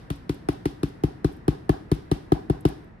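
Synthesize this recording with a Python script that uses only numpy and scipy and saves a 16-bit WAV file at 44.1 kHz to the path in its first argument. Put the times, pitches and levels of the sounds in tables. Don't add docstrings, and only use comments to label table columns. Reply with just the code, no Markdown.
import sys
import numpy as np
from scipy import signal
from scipy.io import wavfile

SR = 44100
rng = np.random.default_rng(int(sys.argv[2]) if len(sys.argv) > 2 else 0)


def ratio_of_db(decibels):
    return 10 ** (np.asarray(decibels, float) / 20)


def dump_mix(stems):
    frames = np.atleast_2d(stems).T
    limited = np.clip(frames, -1, 1)
    pcm = np.round(limited * 32767).astype(np.int16)
    wavfile.write(sys.argv[1], SR, pcm)


N = 132300

# start_s, crunch_peak_db, boom_db, middle_modes_db, upper_modes_db
DABS = [(0.1018, -26, -26.5, -11, -8), (0.2931, -25.5, -27, 0, -11.5), (0.4863, -23.5, -27.5, 3.5, 2),
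        (0.6547, -24, -27, 3, -6.5), (0.8312, -25, -24.5, -1, -8.5), (1.0357, -26, -21, -1, -6.5),
        (1.2445, -25.5, -21, -1, -3.5), (1.4794, -24, -19.5, -0.5, -5.5), (1.6927, -23.5, -19, -0.5, 1),
        (1.9151, -23.5, -19, -2, -10), (2.1138, -22.5, -21.5, -1.5, -4.5), (2.3192, -25, -20, 1.5, -0.5),
        (2.4979, -28.5, -20, -2, -4.5), (2.6513, -21.5, -19, 1, -2.5)]
# pitch_hz, correlation
LIKENESS = [(60, 0.99), (200, 0.83), (400, 0.25), (700, -0.36), (4000, 0.5)]
BAND_EDGES_HZ = 22 * 2 ** np.arange(0, 9.6, 0.5)
LEFT_RIGHT = np.array([[1], [-1]])


def rms_one(x):
    return x / np.sqrt(np.mean(x ** 2) + 1e-20)


def at_hz(points, hz, axis=1):
    points = np.array(points)
    return np.interp(np.log(hz), np.log(points[:, 0]), points[:, axis])


def bands(x):
    for k, (low, high) in enumerate(zip(BAND_EDGES_HZ, BAND_EDGES_HZ[1:])):
        sos = signal.butter(2, [low, high], "band", fs=SR, output="sos")
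        yield np.sqrt(low * high), signal.sosfilt(sos, x[k % 2])


def diffuse(mid, side, hz):
    alike = at_hz(LIKENESS, hz)
    return np.sqrt(1 + alike) * mid + np.sqrt(1 - alike) * side * LEFT_RIGHT


def strikes(start_s, level_db):
    out = np.full(N + SR, 1e-18)
    out[np.round(start_s * SR).astype(int)] = ratio_of_db(level_db)
    return out[:N]


def decay(x, t60_s):
    return signal.lfilter([1], [1, -ratio_of_db(-60 / (t60_s * SR))], x)


def mode(start_s, level_db, hz, t60_s):
    swell_ms = 1.7
    loss = ratio_of_db(-60 / (t60_s * SR))
    swell = np.exp(-1000 / (swell_ms * SR))
    turn = 2 * np.pi * hz / SR
    clicks = strikes(start_s, level_db)

    def ring(q):
        return signal.lfilter([0, q * np.sin(turn)], [1, -2 * q * np.cos(turn), q * q], clicks)

    return ring(loss) - ring(loss * swell)


def facets():
    clicks_per_s = 7200
    size = ratio_of_db(3.04 * np.minimum(rng.exponential(1, (3, N)), 4))
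    sign = rng.choice([-1, 1], (3, N))
    present = rng.random((3, N)) < clicks_per_s / SR
    return rms_one(size * sign * present)


def rumble():
    # pitch_hz, level_db
    rumble_colour = [(15, -32), (25, -6), (130, -0.5), (504, -17.5), (846, -18.5), (1030, -34), (1490, -5),
                     (1730, -28), (9000, -63.5), (11700, -85), (19800, -120)]
    out = 0
    for hz, (mid, side) in bands(rng.standard_normal((2, 2, N + SR // 4))):
        out = out + ratio_of_db(at_hz(rumble_colour, hz)) * diffuse(mid, side, hz)
    return ratio_of_db(-45) * rms_one(out[:, -N:])


def room(x):
    # pitch_hz, level_db, t60_s
    room_ring = [(60.4, -37, 0.99), (150, -14.5, 0.22), (354, -13.5, 0.58), (756, -8, 0.21),
                 (1530, -1.5, 0.35), (13000, -15.5, 0.1)]
    first_wall_ms = 18
    t = np.arange(SR * 3 // 4) / SR
    tail = 0
    for hz, (mid, side) in bands(rng.standard_normal((2, 2, len(t)))):
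        t60_s = at_hz(room_ring, hz, axis=2)
        fall = ratio_of_db(at_hz(room_ring, hz) - 60 * t / t60_s)
        even_energy = np.sqrt(np.log(1000) / (t60_s * SR))
        tail = tail + fall * even_energy * diffuse(mid, side, hz)
    tail = tail * np.clip(t * 1000 / first_wall_ms - 1, 0, 1)
    return signal.fftconvolve(x[None], tail, axes=1)[:, :N]


def ticks():
    # start_s, peak_db, length_ms
    foil_releases = [(0.1545, -53, 6.5), (0.3411, -50, 4.6), (0.5277, -52, 4.3), (0.7063, -58, 6.0),
                     (0.8844, -56, 4.3), (1.315, -58, 16), (1.362, -62, 7.2), (1.944, -50, 3.9),
                     (2.606, -50.5, 4.7), (2.6828, -44, 6.6), (2.8416, -63.5, 3.28)]
    low_hz, high_hz, own_share = 8000, 13700, 0.13
    t = np.arange(N) / SR
    shape = 1e-9
    for start_s, peak_db, length_ms in foil_releases:
        u = np.maximum(t - start_s, 0) * 1000 / length_ms
        shape = shape + ratio_of_db(peak_db + 0.5) * np.minimum(1.1 * u, 1) * np.exp(-u)
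    clicks = facets()
    sos = signal.butter(2, [low_hz, high_hz], "band", fs=SR, output="sos")
    return rms_one(signal.sosfilt(sos, clicks[0] + own_share * clicks[1:])) * shape


def board():
    # pitch_hz, left_db, t60_s, signed share on the right
    boom_modes = [(55, -15, .115, .62), (150, 2.5, .02, .56), (155, -18, .13, .62), (305, -6, .05, .82),
                  (367, -8.5, .04, 1.0), (640, -3.5, .013, 1.0)]
    arrival_ms = [5.9, 7.2, 5.2, 3.05, 2.0, 1.05]
    # pitch_hz, left_db, t60_s, signed share on the right
    knock_modes = [(762, 6.5, 0.017, -0.97), (1093, -26.5, 0.056, 1), (1221, -19.5, 0.052, -0.3),
                   (1464, -13, 0.013, 0.75), (1681, -19.5, 0.019, 0.73)]
    boom_gain_db, boom_scatter_db = 19.5, 0.5
    knock_gain_db, knock_scatter_db = 12, 2.5
    soft_below_db, soft_lag_ms_per_db = -24, 0.15
    right_later = int(0.53 * SR / 1000)

    start_s, _, boom_db, middle_db, upper_db = np.transpose(DABS)
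    lag_ms = soft_lag_ms_per_db * np.maximum(soft_below_db - boom_db, 0)
    out = 0
    for k, (hz, db, t60_s, right) in enumerate(boom_modes):
        level_db = boom_gain_db + boom_db + db + boom_scatter_db * rng.standard_normal(len(start_s))
        if k in (3, 4):
            level_db = level_db + middle_db
        if k == 5:
            level_db = level_db + upper_db
        ring = mode(start_s + (lag_ms + arrival_ms[k]) / 1000, level_db, hz, t60_s)
        far_side = np.roll(ring, right_later) if k == 5 else ring
        out = out - (-1) ** k * np.array([ring, right * far_side])

    slack_hz, slack_t60_s, slack_delay_ms = 284.4, 0.13, 2.8
    hand_loss_db = 2.5 * np.maximum(boom_db - soft_below_db, 0)
    slack_db = boom_gain_db + boom_db - 18.5 - hand_loss_db
    out = out + mode(start_s + (lag_ms + slack_delay_ms) / 1000, slack_db, slack_hz, slack_t60_s)

    for k, (hz, db, t60_s, right) in enumerate(knock_modes):
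        scatter, late = rng.standard_normal((2, len(start_s)))
        level_db = knock_gain_db + boom_db + upper_db + db + knock_scatter_db * scatter
        ring = mode(start_s + abs(late) / 2000, level_db, hz, t60_s)
        out = out + (-1) ** k * np.array([[1], [right]]) * ring
    return out


def crunch():
    # pitch_hz, level_db (per Hz)
    crunch_colour = [(530, -31), (900, 3), (2140, -9.5), (4200, -9), (5750, -19.5), (8250, -25),
                     (10800, -9.5), (13400, -20.5), (16000, -37)]
    # pitch_hz, left_over_right_db, unshared part, right_lag_ms
    crunch_pan = [(1000, 5, .6, .4), (2400, 4.5, .7, .35), (4400, 5.5, .7, .3), (7000, -3, .4, .03),
                  (15000, 0, .15, .025)]
    # pitch_hz, level_db (re crunch), t60_s
    wall_return = [(900, -24, 0.18), (1780, -14.5, 0.22), (3500, -18, 0.47), (5200, -16.5, 0.44),
                   (8000, -22, 0.45), (13000, -32.5, 0.8)]
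    bite_t60_s, settle_t60_s, settle_db = 0.017, 0.18, -17.5
    rise_t60_s = 0.4 * np.log(1000) / 1000
    wall_build_up_s = 0.052
    earlier_dab_s, earlier_dab_db = 0.095, -24

    start_s, peak_db = np.transpose(DABS)[:2]
    hits = strikes(start_s, peak_db - 0.5)
    bite = decay(hits, bite_t60_s) - decay(hits, rise_t60_s)
    shape = bite + ratio_of_db(settle_db) * decay(hits, settle_t60_s)
    raw = [np.vstack([facets() * shape + 1e-18, rng.standard_normal((2, N))]) for _ in range(2)]
    since_earlier_s = np.arange(N) / SR + earlier_dab_s

    out, power = 0, 0
    for hz, (both, left, right, *hiss) in bands(raw):
        gain = ratio_of_db(at_hz(crunch_colour, hz)) * (hz > 700)
        own = at_hz(crunch_pan, hz, axis=2)
        late = np.roll(both, int(round(at_hz(crunch_pan, hz, axis=3) * SR / 1000)))
        balance = ratio_of_db(at_hz(crunch_pan, hz) * LEFT_RIGHT / 2)
        near = balance * np.array([both + own * left, late + own * right]) / np.hypot(1, own)
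        t60_s = at_hz(wall_return, hz, axis=2)
        before = ratio_of_db(earlier_dab_db - 60 * since_earlier_s / t60_s)
        walls = np.sqrt(decay(hits ** 2, t60_s / 2) + before ** 2) - decay(hits, wall_build_up_s)
        echo = ratio_of_db(at_hz(wall_return, hz)) * np.maximum(walls, 0) * hiss
        out = out + gain * (near + echo)
        power += gain ** 2 * hz / SR
    return out / np.sqrt(power)


def scene():
    near = board() + ticks()
    return near + crunch() + room(near[0]) + rumble()


def band_limit(x):
    return signal.sosfilt(signal.butter(12, 16640, fs=SR, output="sos"), x)


def record(dry):
    low_hz, top_hz = 32, 14100
    fade_s, fade_db = 0.15, -4.5
    low_cut = signal.butter(3, low_hz, "high", fs=SR, output="sos")
    high_cut = signal.butter(12, top_hz, fs=SR, output="sos")
    heard = signal.sosfilt(np.vstack([low_cut, high_cut]), dry)
    left_s = (N - np.arange(N)) / SR
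    mix = heard * ratio_of_db(fade_db * np.clip(1 - left_s / fade_s, 0, 1))
    return band_limit(mix)


dry = scene()
out = record(dry)
dump_mix(out)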